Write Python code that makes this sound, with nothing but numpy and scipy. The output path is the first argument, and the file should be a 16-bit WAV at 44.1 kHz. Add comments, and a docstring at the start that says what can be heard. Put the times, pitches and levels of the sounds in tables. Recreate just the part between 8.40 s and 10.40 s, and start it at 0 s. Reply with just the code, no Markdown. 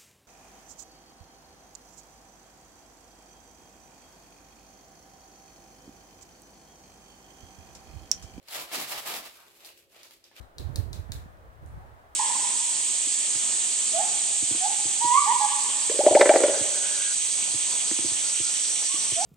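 """Small kitchen: a hand pushes baking parchment into a metal tray. Four loud strokes crumple it, tiny buckles
over sliding friction, with a broad sheet resonance that sinks as the paper slackens. Softer smoothing follows;
single creases snap throughout. A glass bowl touches the lined tray lightly, the air in the tray booms, the
table takes a few dull bumps, and a faint hum stands in the room."""
import sys
import numpy as np
from scipy import signal
from scipy.fft import rfft, irfft
from scipy.io import wavfile

SR = 44100
rng = np.random.default_rng(int(sys.argv[2]) if len(sys.argv) > 2 else 0)


def int16_out(signal):
    """Quantize to a 16-bit WAV file."""
    q = np.round(np.clip(np.atleast_2d(signal).T, -1, 1) * 32767)
    wavfile.write(sys.argv[1], SR, q.astype(np.int16))


N = 88200
TIME_S, BIN_HZ = np.arange(N) / SR, np.fft.rfftfreq(N, 1 / SR)
STROKE_LAG_MS, RUMBLE_CUT_HZ = 0.077, 123


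# crumpling spectrum: (frequency [Hz], relative density [dB])
CRUMPLE_SPECTRUM = [(80, -17), (145, -14.5), (200, -17), (290, -9), (480, -7.5), (600, -2), (810, -2),
                    (1250, -2.5), (1450, -5), (1750, -3.5), (2250, -2.5), (3300, -3), (5000, -4.5),
                    (6100, -8.5), (7700, -7), (9200, -10.5), (12000, -6), (15800, -13.5)]
# stroke envelope: (time [s], relative level [dB], bass [dB], treble [dB])
STROKES = [(0.03, -71.5, 3, -6), (0.065, -63, -5, -2.5), (0.085, -51, -3, -1.5), (0.115, -45.5, -5.5, 1),
           (0.155, -36, -1.5, 0.5), (0.19, -39, -0.5, -3), (0.225, -43, 3.5, 4), (0.27, -53.5, 5, -2),
           (0.305, -50.5, -2, -5), (0.33, -35.5, -1, 1.5), (0.35, -33.5, 2.5, 0), (0.38, -37, -4.5, -4.5),
           (0.415, -36.5, 0.5, 3.5), (0.445, -38.5, -3.5, -2), (0.468, -44, -2, -5),
           (0.492, -42.5, -2, 5.5), (0.522, -36, -0.5, 2), (0.555, -41, 1, -4), (0.588, -37, -0.5, 0),
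           (0.62, -48, -0.5, 2), (0.648, -46.5, 2.5, -1.5), (0.672, -37, 2, 3), (0.722, -38.5, 1.5, -1),
           (0.755, -35.5, -2, -0.5), (0.79, -42.5, -1, 2), (0.825, -50, -0.5, -3), (0.868, -45, 2, -2),
           (0.92, -57, -2.5, -4)]

def crumpling():
    """Four pushes: dense buckling over the hiss of sliding paper."""
    level_db, bass_db, treble_db = envelopes(STROKES)
    paper = crackle(rate_per_s=1700, scatter_s=0.0021, scatter_db=5, friction_db=3.5)
    paper = flap_and_crease(spread(paper, CRUMPLE_SPECTRUM), bass_db, treble_db)
    paper = delay_left(butter(paper, RUMBLE_CUT_HZ, "high"), STROKE_LAG_MS)
    pushing = TIME_S < SMOOTHING[0][0]
    return kitchen(paper * from_db(level_db + 3) * pushing, wet_db=-11)


def crackle(rate_per_s, scatter_s, scatter_db, friction_db):
    """Tiny buckles of random size, each scattered briefly by sheet and tray, over smooth friction."""
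    onsets = rng.random(N) < rate_per_s / SR
    sizes = onsets * np.minimum(rng.exponential(1, N), 1.22)
    buckles = unit_rms(sizes * rng.choice([-1, 1], (2, N)))
    power = signal.lfilter([1], [1, -np.exp(-1 / (scatter_s * SR))], sizes ** 2)
    scatter = unit_rms(np.sqrt(power) * rng.standard_normal((2, N)))
    return buckles + from_db(scatter_db) * scatter + from_db(friction_db) * rng.standard_normal((2, N))


def flap_and_crease(x, bass_db, treble_db, bass_hz=1300, treble_hz=6800):
    """Broad flapping adds bass, tight creasing adds treble."""
    low = irfft(rfft(x) / (1 + (BIN_HZ / bass_hz) ** 4), N)
    high = x - irfft(rfft(x) / (1 + (BIN_HZ / treble_hz) ** 4), N)
    return low * from_db(bass_db) + (x - low - high) + high * from_db(treble_db)


# sheet resonances: (time [s], length [s], level [dB], start pitch [Hz], end pitch [Hz])
BULGES = [(0.125, .12, -49, 800, 399.7), (0.325, 0.12, -46, 520, 219.6), (0.488, 0.14, -52.5, 1100, 561.4),
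          (0.66, .14, -47.5, 950, 521.6), (0.68, 0.196, -58, 328.6, 252.3), (0.948, 0.16, -62, 1350, 1091),
          (1.221, 0.1204, -66.5, 750, 500)]

def bulging(q=1.8, side_db=-18):
    """A broad sheet resonance: a noise band that sinks as the paper slackens."""
    bands = 0
    for start_s, length_s, db, start_hz, end_hz in BULGES:
        hz = np.exp(np.interp(TIME_S, [start_s, start_s + length_s], np.log([start_hz, end_hz])))
        phase = 2 * np.pi * np.cumsum(hz) / SR
        width_hz = np.sqrt(start_hz * end_hz) / q
        slow = unit_rms(butter(rng.standard_normal((2, 2, N)), width_hz / 2, "low"))
        mid, side = slow[0] * np.cos(phase) + slow[1] * np.sin(phase)
        bands += from_db(db) * swell(start_s, length_s) * (mid + from_db(side_db) * side * [[1], [-1]])
    return kitchen(delay_left(butter(bands, RUMBLE_CUT_HZ, "high"), STROKE_LAG_MS), wet_db=-4)


# rubbing spectrum: (frequency [Hz], relative density [dB])
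RUB_SPECTRUM = [(230, -10.5), (350, -2.5), (600, 0.5), (1000, -2), (1300, -1), (1700, -3.5), (2300, 1.5),
                (3200, 0), (4700, -3), (6400, -7), (7800, -6), (9200, -10.5), (12500, -6.5), (15800, -16)]
# smoothing envelope: (time [s], relative level [dB], bass [dB], treble [dB])
SMOOTHING = [(0.92, -59, 2, 6), (1.0, -57, 0.5, 3), (1.1, -65, 5.5, 6), (1.17, -64, 0, 8),
             (1.235, -58, 2, -0.5), (1.262, -53.5, -2, 9.5), (1.3, -61.5, 4, 8.5), (1.35, -77.5, 3, 10),
             (1.385, -63, -5, 9.5), (1.48, -79, 7, 3), (1.515, -66.5, -2, 7.5), (1.55, -56, 4, -0.5),
             (1.615, -56.5, -1.5, -5), (1.66, -56, 0.5, -1), (1.7, -66, 4, 3), (1.735, -59, -11, 7),
             (1.79, -76, -8, 6), (1.835, -70, 7, 0.5), (1.855, -60, 1, 1.5), (1.905, -71, -6, -4),
             (1.925, -63, 3, -22), (1.955, -61.5, -4, 1), (1.972, -50, -4.5, -8), (2.0, -50.5, -5, -2)]

def smoothing():
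    """Fingers slide over the sheet: sparser, softer crackle."""
    level_db, bass_db, treble_db = envelopes(SMOOTHING)
    paper = crackle(rate_per_s=600, scatter_s=0.0023, scatter_db=7, friction_db=6.5)
    paper = flap_and_crease(spread(paper, RUB_SPECTRUM), bass_db, treble_db)
    paper = delay_left(paper, lag_ms=-0.042)
    sliding = TIME_S >= SMOOTHING[0][0]
    return kitchen(paper * from_db(level_db + 1.24) * sliding, wet_db=-7)


# crease snaps: (time [s], relative ring level [dB], pitch [Hz], relative crack level [dB])
SNAPS = [(0.028, -54, 2890, -47.5), (0.085, -29, 4200, -37), (0.325, -38, 2330, -27),
         (0.336, -25, 9000, -26), (0.357, -18.5, 4640, -21), (0.854, -36, 3000, -31.5),
         (0.942, -46, 4050, -45), (1.205, -41, 3440, -45), (1.248, -35, 4480, -34),
         (1.255, -33.5, 4560, -37.5), (1.2898, -33, 2870, -46), (1.363, -65, 5940, -54),
         (1.374, -46, 2800, -46.5), (1.498, -56, 4030, -57), (1.632, -30, 4900, -40.5),
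         (1.649, -46, 5800, -40), (1.709, -43.5, 3500, -36.5), (1.8409, -34.5, 5130, -54),
         (1.915, -55, 2160, -48), (1.9646, -40, 2610, -35)]

def snaps(width_hz=1330, flutter_s=0.0014):
    """A crease flips: a sharp fluttering crack with a very short ring of its own."""
    cracks, t = np.zeros((2, N + SR)), TIME_S[:N // 100]
    radius = np.exp(-np.pi * width_hz / SR)
    numerator = np.array([1, 0, -1]) * (1 - radius ** 2) / 2
    for start_s, ring_db, hz, crack_db in SNAPS:
        flutter = rng.choice([-1., 1.], (2, len(t))) * np.exp(-t / flutter_s)
        flutter *= from_db(7) / np.sqrt(np.sum(flutter[0] ** 2))
        denominator = [1, -2 * radius * np.cos(2 * np.pi * hz / SR), radius ** 2]
        ringing = signal.lfilter(numerator, denominator, flutter)
        start = int(start_s * SR)
        cracks[:, start:start + len(t)] += from_db(ring_db + 9.5) * ringing + from_db(crack_db) * flutter
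    return kitchen(butter(cracks[:, :N], 910, "high"), wet_db=1.5)


# bowl contacts: (time [s], impulse level [dB])
TOUCHES = [(0.316, -41), (1.709, -56), (1.914, -56)]
# bowl-on-tray modes: (frequency [Hz], gain [dB], T60 [s])
TRAY_MODES = [(570, -16.5, .06), (826, -5.5, 0.036), (914, -2, 0.026), (1310, -8, 0.032), (1735, -6, 0.06),
              (2110, -5, 0.035)]

def bowl():
    """Glass touches the tray lightly; the paper damps the ring."""
    hits = butter(impulses(TOUCHES), 200, "high")
    return kitchen(sum(from_db(db) * ring(hits, hz, t60_s) for hz, db, t60_s in TRAY_MODES), wet_db=-5)


# tray air booms: (time [s], length [s], level [dB])
BOOMS = [(0.167, 0.16, -70.5), (0.326, 0.37, -65), (0.673, 0.19, -73.5)]
# dull bumps: (time [s], impulse level [dB])
BUMPS = [(0.236, -62), (0.575, -60), (0.79, -63), (0.88, -68), (1.28, -75), (1.77, -70)]

def tray_and_table():
    """The air in the tray booms under the pushes and the table thuds under the hand."""
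    pushes = sum(from_db(db) * swell(start_s, length_s) for start_s, length_s, db in BOOMS)
    boom = pushes * unit_rms(ring(rng.standard_normal(N), hz=137.3, t60_s=0.34))
    thuds = ring(impulses(BUMPS), hz=54, t60_s=0.17)
    return (boom + thuds) * from_db([[-2], [1.5]])


# hum tones: (frequency [Hz], base rms level [dB])
HUM_TONES = [(344.5, -73.5), (409.1, -83), (540, -78.5)]
# hum envelope: (time [s], gain [dB])
HUM_SWELL = [(0, -1.5), (0.95, -2.5), (1.15, 1), (1.6, 0), (2.0, -10.5)]

def hum(waver_hz=8.02):
    """Three faint tones waver in level and phase, swell and fade."""
    tones = 0
    for hz, db in HUM_TONES:
        waver = 1.16 + drift(waver_hz) + 1j * drift(waver_hz)
        tones += from_db(db) * unit_rms(np.real(np.exp(2j * np.pi * hz * TIME_S) * waver))
    return tones * from_db(envelopes(HUM_SWELL)[0])


# room air spectrum: (frequency [Hz], relative density [dB])
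AIR_SPECTRUM = [(45, -3), (84, 1.5), (157, -3), (360, -0.5), (600, -1.5), (900, -22), (3000, -33),
                (7000, -48), (11000, -54), (15800, -32)]

def room_air(level_db=-72):
    """Steady, dull noise."""
    return from_db(level_db) * spread(rng.standard_normal((2, N)), AIR_SPECTRUM)


def kitchen(x, wet_db, t60_s=0.43, treble_t60_s=0.3, treble_hz=6800, first_echo_s=0.0014):
    """Direct sound plus dense reflections whose treble dies sooner."""
    t = TIME_S[:N // 4]
    noise = rng.standard_normal((2, len(t)))
    dull = butter(noise, treble_hz, "low", order=1)
    tail = dull * from_db(-60 * t / t60_s) + (noise - dull) * from_db(-60 * t / treble_t60_s)
    tail *= t > first_echo_s
    tail /= np.sqrt(np.sum(tail ** 2) / 2)
    return x + from_db(wet_db) * signal.fftconvolve(np.atleast_2d(x), tail, axes=1)[:, :N]


# left-right likeness: (frequency [Hz], correlation [-1..1])
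CORRELATION = [(60, 0), (250, 0.4), (600, 0.88), (1200, 0.24), (2500, 0.3), (5000, -0.03), (15000, -0.07)]
# stereo balance: (frequency [Hz], left minus right [dB])
BALANCE = [(60, 1), (250, -2), (600, -1.5), (4000, -0.5), (10000, 0.5)]

def spread(pair, spectrum):
    """Two signals become one coloured stereo sound, most alike in the low mids; rms 1."""
    corner_hz = spectrum[0][0] / 2
    low_cut = BIN_HZ ** 2 / (BIN_HZ ** 2 + corner_hz ** 2)
    mid, side = rfft(pair) * from_db(per_bin(spectrum)) * low_cut
    correlation, sign = per_bin(CORRELATION), np.array([[1], [-1]])
    stereo = np.sqrt(1 + correlation) * mid + sign * np.sqrt(1 - correlation) * side
    return unit_rms(irfft(stereo * from_db(sign * per_bin(BALANCE) / 2), N))


def delay_left(x, lag_ms):
    """An off-centre source arrives later on the left; earlier if the lag is negative."""
    shift = np.exp(-2j * np.pi * BIN_HZ * lag_ms / 1000)
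    return np.array([irfft(rfft(x[0]) * shift, N), x[1]])


def ring(x, hz, t60_s):
    """One mode: a unit impulse starts a decaying sine of height 1."""
    radius, angle = from_db(-60 / (t60_s * SR)), 2 * np.pi * hz / SR
    return signal.lfilter([0, np.sin(angle)], [1, -2 * radius * np.cos(angle), radius ** 2], x)


def impulses(rows):
    """One impulse per row."""
    x = np.full(N, 1e-18)
    for time_s, db in rows:
        x[int(time_s * SR)] = from_db(db)
    return x


def swell(start_s, length_s):
    """A rounded rise and a longer fall."""
    corners_s = [start_s, start_s + 0.3 * length_s, start_s + length_s]
    return np.sin(np.pi / 2 * np.interp(TIME_S, corners_s, [0, 1, 0]))


def drift(rate_hz):
    """Slow random wander, rms about 1."""
    return np.interp(TIME_S * rate_hz, np.arange(4000), rng.standard_normal(4000)) * np.sqrt(3 / 2)


def envelopes(rows):
    """Each value column, interpolated per sample."""
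    times_s, *columns = np.transpose(rows)
    return [np.interp(TIME_S, times_s, column) for column in columns]


def per_bin(rows):
    """A curve interpolated per FFT bin, in log frequency."""
    hz, values = np.transpose(rows)
    return np.interp(np.log(BIN_HZ + 1), np.log(hz), values)


def butter(x, hz, kind, order=2):
    """Gentle low- or high-pass."""
    return signal.sosfilt(signal.butter(order, hz, kind, fs=SR, output="sos"), x)


def from_db(db):
    """Decibels to gain."""
    return 10 ** (np.asarray(db) / 20)


def unit_rms(x):
    """Scale to unit power."""
    return x / np.sqrt(np.mean(x ** 2) + 1e-20)


def scene():
    """Paper, bowl and table over hum and room air."""
    return crumpling() + bulging() + smoothing() + snaps() + bowl() + tray_and_table() + hum() + room_air()


def record(dry):
    """Steep low-pass at 15850 Hz."""
    return signal.sosfilt(signal.ellip(12, 0.1, 80, 15850, fs=SR, output="sos"), dry)


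dry = scene()
out = record(dry)
int16_out(out)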